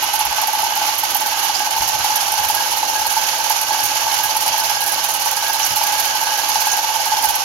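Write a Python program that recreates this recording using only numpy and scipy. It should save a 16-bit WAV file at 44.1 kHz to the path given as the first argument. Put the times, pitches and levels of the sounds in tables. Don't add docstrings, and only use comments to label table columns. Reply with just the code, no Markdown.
import sys
import numpy as np
from scipy import signal
from scipy.fft import rfft, irfft
from scipy.io import wavfile
from scipy.ndimage import uniform_filter1d

SR = 44100
rng = np.random.default_rng(int(sys.argv[2]) if len(sys.argv) > 2 else 0)


def put_to_file(sound):
    columns = np.atleast_2d(sound).T
    safe = np.clip(columns, -1, 1)
    whole_steps = np.round(safe * 32767)
    wavfile.write(sys.argv[1], SR, whole_steps.astype(np.int16))


N = 328104
T, FREQS = np.arange(N) / SR, np.fft.rfftfreq(N, 1 / SR)
LINK_HZ, TEETH = 17.8, 6


def amp(db):
    return 10 ** (np.asarray(db) / 20)


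def unit(x):
    return x / np.sqrt(np.mean(x ** 2) + 1e-20)


def curve(rows, t=T, column=1):
    rows = np.asarray(rows)
    return np.interp(t, rows[:, 0], rows[:, column])


def spectrum(points):
    hz, db = np.transpose(points)
    return np.interp(np.log(FREQS + 1), np.log(hz + 1), db)


def colour(x, points, ripple_db=0):
    ripple = unit(uniform_filter1d(rng.standard_normal(len(FREQS)), size=500))
    return irfft(rfft(x) * amp(spectrum(points) + ripple_db * ripple), N)


def drift(hz):
    return unit(irfft(rfft(rng.standard_normal(N)) / (1 + (FREQS / hz) ** 4), N))


def noise_pair(correlation):
    a, b = rng.standard_normal((2, N))
    return np.array([a, correlation * a + np.sqrt(1 - correlation ** 2) * b])


def add(mix, s, sound):
    part = mix[..., max(round(s * SR), 0):][..., :sound.shape[-1]]
    part += sound[..., :part.shape[-1]]


def resonant(modes, correlation):
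    power = sum(amp(db) ** 2 / width / (1 + ((FREQS - hz) / width) ** 2) ** 2 for hz, width, db in modes)
    return unit(irfft(rfft(noise_pair(correlation)) * np.sqrt(power), N))


def strike(modes, t, detune):
    hz, width, db = np.transpose(modes)[:, :, None]
    mistuning, share = rng.standard_normal((2, len(modes), 1))
    phase = 2 * np.pi * (hz * (1 + detune * mistuning) * t + rng.random((len(modes), 1)))
    return (amp(db + 2 * share) * np.sqrt(width) * np.exp(-np.pi * width * t) * np.sin(phase)).sum(0)


def ping(t, hz, width_hz):
    f = np.fft.rfftfreq(len(t), 1 / SR)
    return unit(irfft(rfft(rng.standard_normal((2, len(t)))) / (1 + ((f - hz) / width_hz) ** 2), len(t)))


def reverberation(power, t60):
    t = T[:SR // 2]
    tail = amp(-60 * t / t60) ** 2 * (t > .004)
    return abs(signal.fftconvolve(power, tail / tail.sum())[:N])


# (time [s], lead [links])
CHAIN_LEAD = [(0.0, 0.06), (0.5, 0.0054), (1.48, 0.046), (2.47, 0.18), (3.45, 0.23), (4.93, -0.1),
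              (5.43, -0.092), (5.92, -0.023), (6.91, -0.06), (7.4, -0.22)]
def travel():
    return LINK_HZ * T + curve(CHAIN_LEAD)


# (time [s], knock level [dB], rattle level [dB])
CHAIN_LOAD = [(0.0, -22, -22.5), (0.55, -21, -21.5), (0.95, -25.5, -23), (1.1, -23, -22.5), (1.8, -21, -22),
              (3.1, -23, -22), (4.5, -22, -21), (5.3, -24, -22.5), (5.8, -23, -21.5), (6.4, -21.5, -22.5),
              (6.55, -21.5, -21), (7.44, -20.5, -22.5)]
def load_db(column, t=T):
    return curve(CHAIN_LOAD, t, column)


# (time [s], drive level [dB])
MIC_TURN = [(0, -6), (1.5, -1.5), (3, 1.5), (7.4, 0.5)]
def facing_db(t=T):
    return curve(MIC_TURN, t)


# (frequency [Hz], width [Hz], level [dB])
RUMBLE_MODE = [(123, 22, 0)]
def rumble(peak_s=4.35, spread_s=0.46, level_db=-55):
    return amp(level_db) * np.exp(-.5 * ((T - peak_s) / spread_s) ** 2) * resonant(RUMBLE_MODE, 1.0)


# (time [s], level [dB])
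DRAUGHT_LEVEL = [(0.0, -51), (0.8, -57), (1.6, -57), (2.0, -44), (2.2, -55), (3.4, -56), (4.25, -52),
                 (5.2, -54), (7.44, -55)]
# (time [s], level [dB])
AIR_THUMPS = [(.25, -46), (1.8, -38.5), (1.94, -53), (2.39, -40), (2.45, -46), (3.08, -50), (3.83, -43),
              (5.7, -37), (7.27, -46)]
# (frequency [Hz], spectral level [dB])
WIND_SPECTRUM = [(15, -30), (30, -35), (52, 2), (80, 0), (120, -2.5), (180, -11), (300, -17), (800, -60)]
def draught(level_db=-1, gust_db=2.5, thump_rise_s=0.015):
    age = T[:SR // 4] / thump_rise_s
    pressure = amp(level_db + curve(DRAUGHT_LEVEL) + gust_db * drift(13))
    for s, db in AIR_THUMPS:
        add(pressure, s, amp(db + 2) * age * np.exp(1 - age))
    return unit(colour(noise_pair(0.22), WIND_SPECTRUM)) * pressure


# (frequency [Hz], level [dB])
MOTOR_TONES = [(107, -58), (375, -56.5), (473, -71), (523, -43), (573, -47), (2887, -62), (4329, -41),
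               (12258, -58)]
# (frequency [Hz], spectral level [dB])
BODY_SPECTRUM = [(25, -40), (60, -9), (125, -3.5), (195, -8), (260, 0.5), (320, 3), (385, 0.5), (430, -8.5),
                 (490, -9), (560, -0.5), (700, -10.5), (1200, -18)]
def motor(level_db=-0.5, waver=0.00336, flutter_db=3, body_db=-44.5):
    clock = np.cumsum(1 + waver * drift(26.4)) / SR
    tones = np.zeros(N)
    for hz, db in MOTOR_TONES:
        rms = amp(db + level_db + flutter_db * (drift(56) - 1.73))
        tones += np.sqrt(2) * rms * np.sin(2 * np.pi * hz * clock)
    body = amp(body_db + 1.5 * drift(4.1)) * unit(colour(noise_pair(0.93), BODY_SPECTRUM, ripple_db=1.5))
    return tones * amp(facing_db()) + body


# (time [s], duration [s], level [dB])
STRAW_RUSTLES = [(1.525, 0.17, -23), (1.853, 0.14, -24.5), (5.606, .08, -27), (6.513, 0.12, -23),
                 (6.677, 0.083, -26)]
# (frequency [Hz], spectral level [dB])
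STRAW_SPECTRUM = [(1500, -20), (3800, -8), (5000, 2), (6700, 1), (8000, -16), (11000, -11), (16000, -22)]
def straw(grain_db=7.0, skew=0.56):
    swell = np.zeros(N)
    for s, length, db in STRAW_RUSTLES:
        progress = np.arange(0, length, 1 / SR) / length
        add(swell, s, amp(db) * np.sin(np.pi * progress ** skew))
    grains = noise_pair(0) * amp(grain_db * drift(600))
    return unit(colour(grains, STRAW_SPECTRUM)) * swell


# (frequency [Hz], width [Hz], level [dB])
RAIL_MODES = [(666, 16, 2), (1147, 10, 2), (1272, 9, -3), (1531, 20, 5), (1846, 12, -5), (2887, 35, 2.5),
              (3140, 45, 0)]
PANEL_MODES = [(628, 120, -4), (905, 77, 5)]
JOINT_MODES = [(1642, 18, 0), (1520, 30, -8)]
# (time [s], level [dB])
JOINT_RING = [(0, -38.5), (3, -33), (7.44, -31)]
def rails(rail_db=-34.0, panel_db=-36.5, flight_gap_s=0.42, jitter_s=0.055, swell_s=0.12, waver_db=2.0):
    flights = np.arange(flight_gap_s, T[-1], flight_gap_s)
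    late, weakness = rng.standard_normal((len(flights), 2)).T
    passing = np.zeros(N)
    for s, db in zip(flights + jitter_s * late, -0.6 * weakness):
        passing += amp(curve(JOINT_RING, s) + db) * np.exp(-.5 * ((T - s) / swell_s) ** 2)
    steady = amp(rail_db) * resonant(RAIL_MODES, 0.63) + amp(panel_db) * resonant(PANEL_MODES, 0.84)
    return steady + passing * amp(waver_db * drift(12)) * resonant(JOINT_MODES, 0.098)


# (frequency [Hz], spectral level [dB])
RATTLE_SPECTRUM = [(450, -36), (600, -13.5), (1100, -2), (1900, -5.5), (2400, -3), (2900, 0), (3400, -4),
                   (5000, -1.5), (6600, 0.5), (7200, -8), (8000, -22), (9000, -12.5), (11800, -3.5),
                   (16000, -26)]
def trough(level_db=1, tug_db=0.98, grain_db=0.1, flicker_db=1.0, swell_db=0.77, split_hz=4200):
    tug = np.cos(2 * np.pi * (travel() - .7))
    grains = noise_pair(0)
    grains *= amp(grain_db * drift(1000) + tug_db * tug + flicker_db * drift(68) + swell_db * drift(5.6))
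    rattle = unit(colour(grains, RATTLE_SPECTRUM, ripple_db=1.47)) * amp(level_db + load_db(2))
    lows = signal.sosfiltfilt(signal.butter(2, split_hz, fs=SR, output="sos"), rattle)
    tilt = amp(0.24 * facing_db())
    return lows / tilt + (rattle - lows) * tilt


def contacts(pattern, hardest, scatter_db, link_db, apart_s, slack_s=.04, slack_db=-3):
    place, scatter, db = np.transpose(pattern)
    links = np.arange(-1, N / SR * LINK_HZ)[:, None]
    late, size = rng.standard_normal((2, len(links), len(pattern)))
    wobble_db = 0.5 * np.cos(2 * np.pi * (links - 1.26) / TEETH)
    strength_db = link_db * np.minimum(rng.standard_normal(links.shape), 1) + wobble_db
    s = np.interp(links + place + scatter * late, travel(), T).ravel()
    db = (db + strength_db + scatter_db * np.minimum(size, 1)).ravel()
    until_hard = np.asarray(hardest)[:, 0] - s[:, None]
    slack = ((until_hard > 0) & (until_hard < slack_s)).any(1)
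    heard = (abs(until_hard).min(1) > apart_s) & (s > 0) & (s < T[-1])
    return s, np.where(heard, db + slack_db * slack, -100)


# (phase [cycles], scatter [cycles], level [dB])
ROLLER_PATTERN = [(.43, 0.037, 2.5), (.56, 0.051, -6), (.7, 0.048, -0.5), (.83, 0.083, -2)]
# (time [s], level [dB])
HARD_CLINKS = [(0.2498, -10), (0.413, -11.5), (0.47, -9), (1.104, -12), (1.4371, -13), (2.0423, -14),
               (2.155, -7.5), (2.546, -9), (3.0654, -11), (4.365, -11), (5.0404, -12), (5.137, -11),
               (5.8342, -12), (5.9963, -7), (6.0536, -15), (6.4877, -9), (6.6029, -11), (7.3525, -8)]
# (frequency [Hz], spectral level [dB])
ROLLER_SPECTRUM = [(1500, -28.5), (3500, -13.5), (6500, -5.5), (7400, -8), (8300, -11), (9000, -4),
                   (10200, 0), (11700, -16), (12800, -8), (14200, -3.5), (16000, -10.5)]
def rollers(usual_db=-26.5, hard_db=-7, cluster_db=2.8, rise_s=0.002, decay_s=0.0074,
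            ring_hz=11650, spread_hz=400, splash_cap_db=-21, wet_db=-6):
    t = T[:2048]
    burst = (1 - np.exp(-(t / rise_s) ** 2)) * np.exp(-t / decay_s)
    burst /= burst.max()
    times, levels = contacts(ROLLER_PATTERN, HARD_CLINKS, scatter_db=1.5, link_db=4.0, apart_s=0.0044)
    levels = levels + usual_db + cluster_db * np.interp(times, T, drift(14))
    usual = list(zip(times, levels, ring_hz + spread_hz * rng.standard_normal(len(times))))
    hard = [(s, db + hard_db, ring_hz) for s, db in HARD_CLINKS]
    power, rings = np.zeros(N), np.zeros((2, N))
    for s, db, hz in usual + hard:
        splash_db = min(db - 2, splash_cap_db) + 0.64 * facing_db(s)
        add(power, s, (amp(splash_db) * burst) ** 2)
        add(rings, s, amp(db) * burst * ping(t, hz, width_hz=550))
    power += amp(wet_db) ** 2 * reverberation(power, t60=0.12)
    return unit(colour(noise_pair(0), ROLLER_SPECTRUM, ripple_db=-2.1)) * np.sqrt(power) + rings


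# (time [s], level [dB], frequency [Hz])
PIN_PINGS = [(1.55, -18, 4900), (4.474, -24, 5670), (5.63, -13, 5900), (6.715, -13, 6240),
             (7.235, -18, 4930)]
def jangle(level_db=-7.0, per_s=150, rise_s=0.00044, decay_s=0.0094, loud_decay_s=0.014,
           shaken_share=.55, plate_share=.18):
    t = T[:2048]
    attack = 1 - np.exp(-t / rise_s)
    links = travel()
    pings = np.zeros((2, N))
    for s, db, hz in PIN_PINGS:
        add(pings, s, amp(db) * attack * np.exp(-t / loud_decay_s) * ping(t, hz, width_hz=300))
    for place, kind, pitch, size, cause, contact in rng.random((int(per_s * N / SR), 6)):
        link = place * links[-1]
        if cause < shaken_share:
            phase = ROLLER_PATTERN[int(contact * len(ROLLER_PATTERN))][0]
            link = np.floor(link) + phase + .1 * (link % 1)
        s = np.interp(link, links, T)
        if kind < plate_share:
            hz, direction_db = 2700 + 550 * pitch, -.5 * facing_db(s)
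        else:
            hz, direction_db = 3900 + 2900 * pitch, facing_db(s)
        size_db = 1.1 * (min(-np.log(size), 3) - 1)
        db = level_db + direction_db + load_db(2, s) + size_db
        add(pings, s, amp(db) * attack * np.exp(-t / decay_s) * ping(t, hz, width_hz=70))
    return pings


# (phase [cycles], scatter [cycles], level [dB])
FRAME_PATTERN = [(.5, 0.0408, 3), (.66, 0.059, -4.5), (.78, 0.0447, 3.5)]
# (time [s], level [dB])
HARD_KNOCKS = [(0.025, -13), (0.083, -12.5), (0.38, -11.5), (0.48, -12), (0.531, -12), (0.549, -11.5),
               (0.591, -8.5), (0.63, -10), (0.814, -11), (1.032, -11), (1.152, -10.5), (1.493, -12.5),
               (1.668, -11.5), (1.763, -10.5), (1.82, -10.5), (2.043, -9), (2.436, -11.5), (2.497, -9.5),
               (2.829, -6.5), (3.165, -9.5), (3.503, -8.5), (3.705, -8), (4.065, -10.5), (4.46, -11),
               (5.811, -9.5), (6.152, -12), (6.489, -12), (6.555, -8.5), (6.667, -9), (7.116, -8.5)]
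# (frequency [Hz], width [Hz], level [dB])
FRAME_MODES = [(863, 38, 0), (810, 90, -7), (915, 110, -9)]
def frame(hard_db=-1.55, usual_db=3.0, rise_s=0.003, damp_s=.031, detune=0.0076, side_db=-7, wet_db=-4):
    t = T[:SR // 16]
    envelope = (1 - np.exp(-(t / rise_s) ** 2)) * np.exp(-(t / damp_s) ** 2)
    times, levels = contacts(FRAME_PATTERN, HARD_KNOCKS, scatter_db=0.95, link_db=1.3, apart_s=0.013)
    usual = list(zip(times, levels + usual_db + load_db(1, times)))
    hard = [(s, db + hard_db) for s, db in HARD_KNOCKS]
    knocks = np.zeros((2, N))
    for s, peak_db in hard + usual:
        mid = unit(strike(FRAME_MODES, t, detune))
        side = amp(side_db) * unit(strike(FRAME_MODES, t, detune))
        ring = envelope * np.array([mid + side, mid - side])
        add(knocks, s, amp(peak_db) * ring / abs(ring).max(1).mean())
    tail = np.sqrt(reverberation((knocks ** 2).mean(0), t60=0.44))
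    return knocks + amp(wet_db) * tail * resonant(FRAME_MODES, 0.53)


# (frequency [Hz], left minus right level [dB])
STEREO_BALANCE = [(40, -1), (80, -1.5), (170, 1), (300, -3), (450, 2), (560, -9.5), (700, -1.5), (820, 0.5),
                  (1000, -3), (1600, -4), (2900, -4), (6400, -11.5), (7900, -0.5), (9200, -13.5),
                  (11700, -15.5), (15500, -5.5)]
def scene():
    mix = frame() + rollers() + jangle() + trough() + rails() + straw() + motor() + rumble() + draught()
    ratio = amp(spectrum(STEREO_BALANCE))
    pan = np.array([ratio, np.ones(len(ratio))]) * np.sqrt(2 / (1 + ratio ** 2))
    return irfft(rfft(mix) * pan, N)


def record(dry, cutoff_hz=15900):
    limited = dry / (1 + dry ** 8) ** (1 / 8)
    lowpass = signal.firwin(511, cutoff_hz, window=("kaiser", 9), fs=SR)
    return signal.oaconvolve(limited, lowpass[None], "same")


dry = scene()
out = record(dry)
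put_to_file(out)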